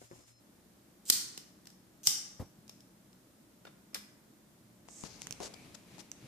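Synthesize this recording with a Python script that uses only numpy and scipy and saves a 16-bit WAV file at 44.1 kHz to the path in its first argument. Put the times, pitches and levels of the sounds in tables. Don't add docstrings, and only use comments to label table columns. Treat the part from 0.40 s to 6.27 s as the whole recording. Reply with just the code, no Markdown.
import sys
import numpy as np
from scipy import signal
from scipy.fft import rfft, irfft
from scipy.io import wavfile
from scipy.ndimage import uniform_filter1d

SR = 44100
rng = np.random.default_rng(int(sys.argv[2]) if len(sys.argv) > 2 else 0)


def digitize_waveform(pressure):
    field = np.atleast_2d(pressure).T
    bounded = np.clip(field, -1, 1)
    quanta = np.round(bounded * 32767).astype(np.int16)
    wavfile.write(sys.argv[1], SR, quanta)


N = 258867
HZ = np.fft.rfftfreq(4096, 1 / SR)
T = np.arange(SR // 8) / SR

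# f/Hz, level/dB
AIR_EQ = [(15, -34), (25, -23.5), (60, -14), (100, -12), (150, -10), (220, -8), (320, -7), (410, -16),
          (600, -17.5), (800, -21), (1400, -24), (2700, -29), (7000, -28.5), (14000, -30.5)]
# f/Hz, left-right correlation
AIR_CORRELATION = [(50, 0.48), (200, 0.97), (500, .55), (1200, 0.12), (4000, .05), (15000, .05)]
# f/Hz, level/dB
HUM_PARTIALS = [(119, -78), (145.3, -81), (183, -73), (210, -73.5), (216, -75), (597.5, -84)]
# f/Hz, t60/s
REVERB_T60 = [(100, 0.88), (500, 0.99), (1500, 0.97), (3000, .53), (5500, 0.56), (8000, .48), (11000, .41),
              (15000, 0.29)]
# f/Hz, level/dB
REVERB_EQ = [(100, -2.5), (300, -1.5), (600, -2), (1200, -1), (2000, 0.5), (4500, -1.5), (6000, 0),
             (9000, -1.5), (14000, -2.5)]
# f/Hz, left minus right/dB
PORT_BALANCE = [(100, 0.5), (400, -1.5), (700, 2.5), (1300, 0.5), (2400, -4.5), (3400, -0.5), (4400, 4.5),
                (5500, 6), (7000, -6), (8500, -5.5), (10500, -10), (14000, -7)]

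# f/Hz, level/dB
SKIN_EQ = [(60, 1), (300, 0), (900, -0.5), (2000, -4), (4000, -2), (7000, -6), (10000, -8.5),
           (12000, -13.5), (15000, -29.5)]
# f/Hz, level/dB
SHELL_EQ = [(60, -6.5), (200, 0.5), (500, -9.5), (1200, -10), (2500, -4), (4000, -9.5), (6300, 0.5),
            (9000, -6.5), (12000, -19), (15000, -13.5)]
# t/s, level/dB
GRIP_CURVE = [(4.45, -73.5), (4.66, -62), (4.86, -60), (4.97, -61), (5.17, -62), (5.26, -60), (5.43, -67),
              (5.55, -59.5), (5.7, -69), (5.87, -60.5)]
# t/s, level/dB, centre f/Hz, pan/dB
SLIDE_CURVE = [(4.48, -67, 7000, -3), (4.51, -57, 7100, -4), (4.63, -52.5, 7100, -2), (4.69, -60, 5600, 10),
               (4.76, -61.5, 5400, 13), (4.79, -65, 5700, 6), (4.83, -54, 5800, 9), (4.89, -74, 5800, 2)]
# t/s, level/dB, ring trim/dB, pan/dB
SHELL_CLICKS = [(4.8187, -32, -12, 1), (4.87, -32, -13, -6.5), (4.9087, -31.5, -13, -9),
                (4.925, -30.5, -3, 0), (5.7161, -35, 6.5, -6)]
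# t/s, tap/dB, scuff length/s, scuff/dB, hollow boom/dB, pan/dB
FINGER_TOUCHES = [(4.4857, -47, 0.013, -64, -63.5, 7), (4.637, -37, 0.048, -52, -57.5, 11.5),
                  (5.0027, -38, 0.09, -44.5, -40.5, 4.5), (5.137, -60, 0.0093, -48.5, -77, 11.5),
                  (5.3422, -65, 0.017, -50, -77, 11.5), (5.582, -48.5, 0.04, -53, -63, 14)]
# t/s, level/dB
HAND_BUMPS = [(2.183, -51.5), (4.635, -50), (4.9, -50), (5.243, -52.5), (5.826, -51), (5.842, -46)]

# f/Hz, level/dB
COUNTER_EQ = [(60, -15), (200, -13), (500, -4), (900, -5.5), (1600, 0.5), (2600, -0.5), (5500, -1.5),
              (7500, -4.5), (11000, -9), (15000, -8.5)]
# t/s, level/dB, ring f/Hz, settle delay/s, settle level/dB
COUNTER_KNOCKS = [(3.2513, -46, 1460, .0155, -51), (3.5447, -29.5, 5150, .0069, -43)]
# f/Hz, level/dB
FLAME_EQ = [(30, -26), (70, -3), (120, 1), (220, -6.5), (380, -11), (700, -16), (1300, -23.5), (2500, -36),
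            (8000, -40)]
# f/Hz, level/dB
CASE_EQ = [(60, -22), (140, -12.5), (330, -13), (560, -20), (1300, -19), (2300, -13), (3200, -5),
           (5000, -1), (6400, 0), (7500, -0.5), (9000, -3), (11000, -8.5), (14000, -4)]
# f/Hz, level/dB, t60/s
LIGHTER_MODES = [(135, -30, 0.086), (830, -29, .06), (1175, -31, 0.044), (1601, -30.5, .04),
                 (3240, -19.5, 0.029), (5520, -14.5, .025), (7530, -14, 0.023), (5600, -31.5, .45),
                 (5650, -30, .5), (7250, -36, .45), (7560, -35.5, .45)]
# t/s, level/dB
LOOSE_TICKS = [(0.976, -35.5), (1.3016, -53), (2.4046, -54), (2.729, -58)]
# snap t/s, level/dB, ring f/Hz, tilt/(dB per octave), modes/dB, thump/dB,
# slide length/s, slide level/dB, squeak f/Hz, release t/s
TRIGGER_PULLS = [(0.6994, -10.7, 4300, -.2, -8, -32, .046, -40, 7902, 1.2705),
                 (1.6707, -13.7, 5550, -.6, .5, -42, .038, -36, 6300, 2.294)]


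def amp(db):
    return 10 ** (np.asarray(db) / 20)


def unit_rms(x):
    return x / np.sqrt(np.mean(x ** 2) + 1e-20)


def curve(points, hz=HZ):
    f, value = np.transpose(points)
    return np.interp(np.log(hz + 1), np.log(f + 1), value)


def tilted(points, tilt_db):
    return curve(points) + tilt_db * np.log2(np.maximum(HZ, 300) / 1000)


def bell(hz, octaves):
    return np.exp(-.5 * (np.log2((HZ + 1) / hz) / octaves) ** 2)


def eq(x, db):
    log_gain = np.log(amp(np.r_[db, db[-2:0:-1]]))
    response = np.exp(np.conj(signal.hilbert(log_gain)))
    taps = np.fft.ifft(response).real[:len(HZ)]
    return signal.oaconvolve(x, taps[None], axes=1)[:, :x.shape[1]]


def add(mix, s, sound):
    part = mix[:, round(s * SR):][:, :sound.shape[1]]
    part += sound[:, :part.shape[1]]


def pan(db):
    return amp(np.vstack([db, -db]) / 2)


def automation(points):
    t = np.arange(N) / SR
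    s, db, *others = np.transpose(points)
    gain = amp(np.interp(t, s, db)) * (t > s[0]) * (t < s[-1])
    return [gain] + [np.interp(t, s, column) for column in others]


def stereo_noise(size, correlation):
    a, b = rng.standard_normal((2, size))
    return np.array([a, correlation * a + np.sqrt(1 - correlation ** 2) * b])


def swell(attack_s):
    return T / attack_s * np.exp(1 - T / attack_s)


def thud(hz, attack_s):
    return swell(attack_s) * np.sin(2 * np.pi * hz * T)


def strike(body_eq, ring_hz, ring_trim_db, attack_s, ring_t60, scatter_db, scatter_t60):
    contact = swell(attack_s)
    scatter = amp(scatter_db - 60 * T / scatter_t60)
    burst = eq(stereo_noise(len(T), correlation=.086) * (contact + scatter), body_eq)
    decay = signal.fftconvolve(contact ** 2, amp(-60 * T / ring_t60))[:len(T)]
    ring = decay * np.sin(2 * np.pi * ring_hz * T + np.array([[0], [-1.2]]))
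    return (unit_rms(burst) + amp(ring_trim_db - 4) * unit_rms(ring)) * np.sqrt(np.mean(contact ** 2))


def rub(body_eq, length_s, grain_db):
    size = int(length_s * SR)
    grains = unit_rms(uniform_filter1d(rng.standard_normal(SR // 4)[:size], size=90))
    noise = stereo_noise(SR // 4, correlation=.5)[:, :size]
    return unit_rms(eq(noise * amp(grain_db * grains), body_eq))


def room_tone(level_db=-62.62):
    hz = np.fft.rfftfreq(N, 1 / SR)
    a, b = rfft(rng.standard_normal((2, N)))
    shared = curve(AIR_CORRELATION, hz)
    spectrum = np.array([a, shared * a + np.sqrt(1 - shared ** 2) * b])
    return amp(level_db) * unit_rms(irfft(spectrum * amp(curve(AIR_EQ, hz)), N))


def appliance_hum():
    t = np.arange(N) / SR
    knots = np.linspace(0, t[-1], num=40)
    hum = np.zeros(N)
    for hz, db in HUM_PARTIALS:
        drift = rng.standard_normal((len(knots), 2)) @ [1, 1j]
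        waver = np.interp(t, knots, 1 + 1.1 * drift)
        hum += amp(db) * unit_rms((waver * np.exp(2j * np.pi * hz * t)).real)
    return hum * pan(1.43)


def kitchen_reverb(send, build_s=.0031):
    hz, age, noise = signal.stft(rng.standard_normal((2, 2, SR)), SR, nperseg=128)
    onset = 1 - np.exp(-(age / build_s) ** 2)
    decay = amp(-60 * age / curve(REVERB_T60, hz)[:, None]) * onset
    band_energy = 2 * SR * np.mean(decay ** 2, axis=1, keepdims=True)
    decay *= amp(curve(REVERB_EQ, hz))[:, None] / np.sqrt(band_energy)
    tails = signal.istft(noise * decay, SR, nperseg=128)[1]
    return signal.fftconvolve(send[None], tails, axes=2).sum(axis=1)[:, :N]


def palm():
    gain, = automation(GRIP_CURVE)
    rustle_eq = tilted(SKIN_EQ, -.3) + 6 * bell(hz=2320, octaves=.22)
    rumble_eq = tilted(SKIN_EQ, -6) + 7.6 * bell(hz=194, octaves=.6)
    rustle = unit_rms(eq(stereo_noise(N, correlation=.21), rustle_eq))
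    rumble = unit_rms(eq(stereo_noise(N, correlation=.91), rumble_eq))
    return gain * pan(2.1) * (rustle + amp(1) * rumble)


def fingertip(width_hz=2600):
    gain, centre_hz, pan_db = automation(SLIDE_CURVE)
    lowpass = signal.butter(2, width_hz / 2, fs=SR, output="sos")
    band = signal.sosfilt(lowpass, stereo_noise(N, correlation=.37))
    carrier = np.cos(2 * np.pi * np.cumsum(centre_hz) / SR)
    return gain * pan(pan_db) * unit_rms(band * carrier)


def finger_touch(tap_db, scuff_s, scuff_db, boom_db, boom_rise_s=.0014, boom_t60=.28):
    out = amp(tap_db) * strike(tilted(SHELL_EQ, -3.5), ring_hz=942, ring_trim_db=-1, attack_s=.00071,
                               ring_t60=.0023, scatter_db=-23, scatter_t60=.04)
    boom_eq = tilted(SKIN_EQ, -1) + 20 * bell(hz=490, octaves=.77)
    boom = unit_rms(eq(stereo_noise(len(T), correlation=.27), boom_eq))
    out += amp(boom_db - 60 * T / boom_t60) * (1 - np.exp(-T / boom_rise_s)) * boom
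    scuff = rub(tilted(SKIN_EQ, -.5) + 9 * bell(hz=6020, octaves=.38), scuff_s, grain_db=1.5)
    add(out, 0, amp(scuff_db) * scuff * signal.windows.tukey(scuff.shape[1], .8))
    return out


def handling(squeak_at_s=5.125):
    out = fingertip() + palm()
    for s, db, ring_trim_db, pan_db in SHELL_CLICKS:
        click = strike(tilted(SHELL_EQ, .7), ring_hz=6270, ring_trim_db=ring_trim_db, attack_s=.00035,
                       ring_t60=.0033, scatter_db=-21, scatter_t60=.05)
        add(out, s, amp(db) * pan(pan_db) * click)
    for s, tap_db, scuff_s, scuff_db, boom_db, pan_db in FINGER_TOUCHES:
        add(out, s, pan(pan_db) * finger_touch(tap_db, scuff_s, scuff_db, boom_db))
    squeak = rub(curve(SKIN_EQ) + 22 * bell(hz=2330, octaves=.14), length_s=.14, grain_db=2)
    add(out, squeak_at_s, amp(-65) * squeak * signal.windows.tukey(squeak.shape[1], .5))
    for s, db in HAND_BUMPS:
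        add(out, s, amp(db) * pan(1.4) * thud(hz=148, attack_s=.0044))
    return out


def knock(db, ring_hz, ring_trim_db, attack_s, neutral_db=-34, tilt_per_db=.36):
    body_eq = tilted(COUNTER_EQ, tilt_per_db * (db - neutral_db))
    return amp(db) * strike(body_eq, ring_hz, ring_trim_db, attack_s,
                            ring_t60=.019, scatter_db=-7.5, scatter_t60=.21)


def put_down(lead_in_s=.015):
    out = np.zeros((2, N))
    for s, db, ring_hz, settle_s, settle_db in COUNTER_KNOCKS:
        add(out, s - lead_in_s, knock(db - 27, ring_hz, ring_trim_db=-10, attack_s=.004))
        low_boom = amp(db - 27.5) * thud(hz=205, attack_s=.041)
        add(out, s, knock(db, ring_hz, ring_trim_db=-1.5, attack_s=.0014) + low_boom)
        add(out, s + settle_s, knock(settle_db, ring_hz=3620, ring_trim_db=-5, attack_s=.0048))
    return out * pan(2)


def flame(s=1.992, push_hz=118, push_db=-32.5, flutter_db=-40.5):
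    out = np.zeros((2, N))
    push = swell(.0069) ** 4 * np.sin(2 * np.pi * push_hz * T)
    flutter = unit_rms(eq(stereo_noise(len(T), correlation=.77), curve(FLAME_EQ)))
    add(out, s + .004, amp(push_db) * push * pan(1.2))
    add(out, s, amp(flutter_db) * flutter * swell(.014) ** 1.2)
    return out


def case_hit(ring_hz, ring_trim_db, attack_s, tilt_db, modes_db, bell_db=3):
    t = np.arange(SR // 2) / SR
    modes = sum(amp(db - 60 * t / t60) * np.sin(2 * np.pi * hz * t) for hz, db, t60 in LIGHTER_MODES)
    out = np.tile(amp(modes_db) * modes * (1 - np.exp(-t / attack_s)), (2, 1))
    body_eq = tilted(CASE_EQ, tilt_db) + bell_db * bell(ring_hz, octaves=.16)
    add(out, 0, strike(body_eq, ring_hz, ring_trim_db, attack_s,
                       ring_t60=.007, scatter_db=-17, scatter_t60=.17))
    return out


def trigger_ticks(unstick_lead_s=.0155, unstick_db=-52.5, stop_db=-43.5):
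    out, ticks = np.zeros((2, N)), list(LOOSE_TICKS)
    for *_, release_s in TRIGGER_PULLS:
        ticks += [(release_s - unstick_lead_s, unstick_db), (release_s, stop_db)]
    for s, db in ticks:
        tick = case_hit(ring_hz=5330, ring_trim_db=-5, attack_s=.0011, tilt_db=-4, modes_db=-2)
        add(out, s, amp(db) * tick)
    return out


def lighter_snaps(slide_rise_db=15, catch_lead_s=.0105, catch_db=-38):
    out = np.zeros((2, N))
    for s, db, ring_hz, tilt_db, modes_db, thump_db, slide_s, slide_db, squeak_hz, _ in TRIGGER_PULLS:
        slide = rub(curve(CASE_EQ) + 7 * bell(squeak_hz, octaves=.149), slide_s, grain_db=3)
        fade_db = np.linspace(-slide_rise_db, 0, slide.shape[1])
        add(out, s - slide_s, amp(slide_db + fade_db) * slide)
        catch = case_hit(squeak_hz, ring_trim_db=-3, attack_s=.0035, tilt_db=.7, modes_db=-2.5)
        add(out, s - catch_lead_s, amp(catch_db) * catch)
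        snap = case_hit(ring_hz, ring_trim_db=-11, attack_s=.00135,
                        tilt_db=tilt_db, modes_db=modes_db, bell_db=5)
        add(out, s, amp(db) * snap)
        add(out, s, amp(thump_db) * thud(hz=260, attack_s=.0012)[None])
    return out


def snap_dip(start_s=.7075, end_s=.7225, depth_db=-8):
    t = np.arange(N) / SR
    gate = ((t > start_s) & (t < end_s)).astype(float)
    return amp(depth_db * uniform_filter1d(gate, size=80))


def scene():
    lighter_pan = pan(1.1)
    snaps, ticks = lighter_snaps() * lighter_pan, trigger_ticks() * lighter_pan
    knocks, hands = put_down(), handling()
    send = amp(-1) * snaps + amp(-6.5) * ticks + amp(-8.5) * knocks + amp(-13) * hands
    far = snaps + ticks + knocks + kitchen_reverb(send)
    port_eq = curve(PORT_BALANCE) / 2
    far = np.vstack([eq(far[:1], port_eq), eq(far[1:], -port_eq)])
    low_cut = signal.butter(2, 40, "high", fs=SR, output="sos")
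    foley = signal.sosfilt(low_cut, far * snap_dip() + flame() + hands)
    return foley + room_tone() + appliance_hum()


def record(dry, cutoff_hz=14750):
    high_cut = signal.firwin(401, cutoff_hz, window=("kaiser", 8), fs=SR)
    return signal.oaconvolve(dry, high_cut[None], "same")


dry = scene()
out = record(dry)
digitize_waveform(out)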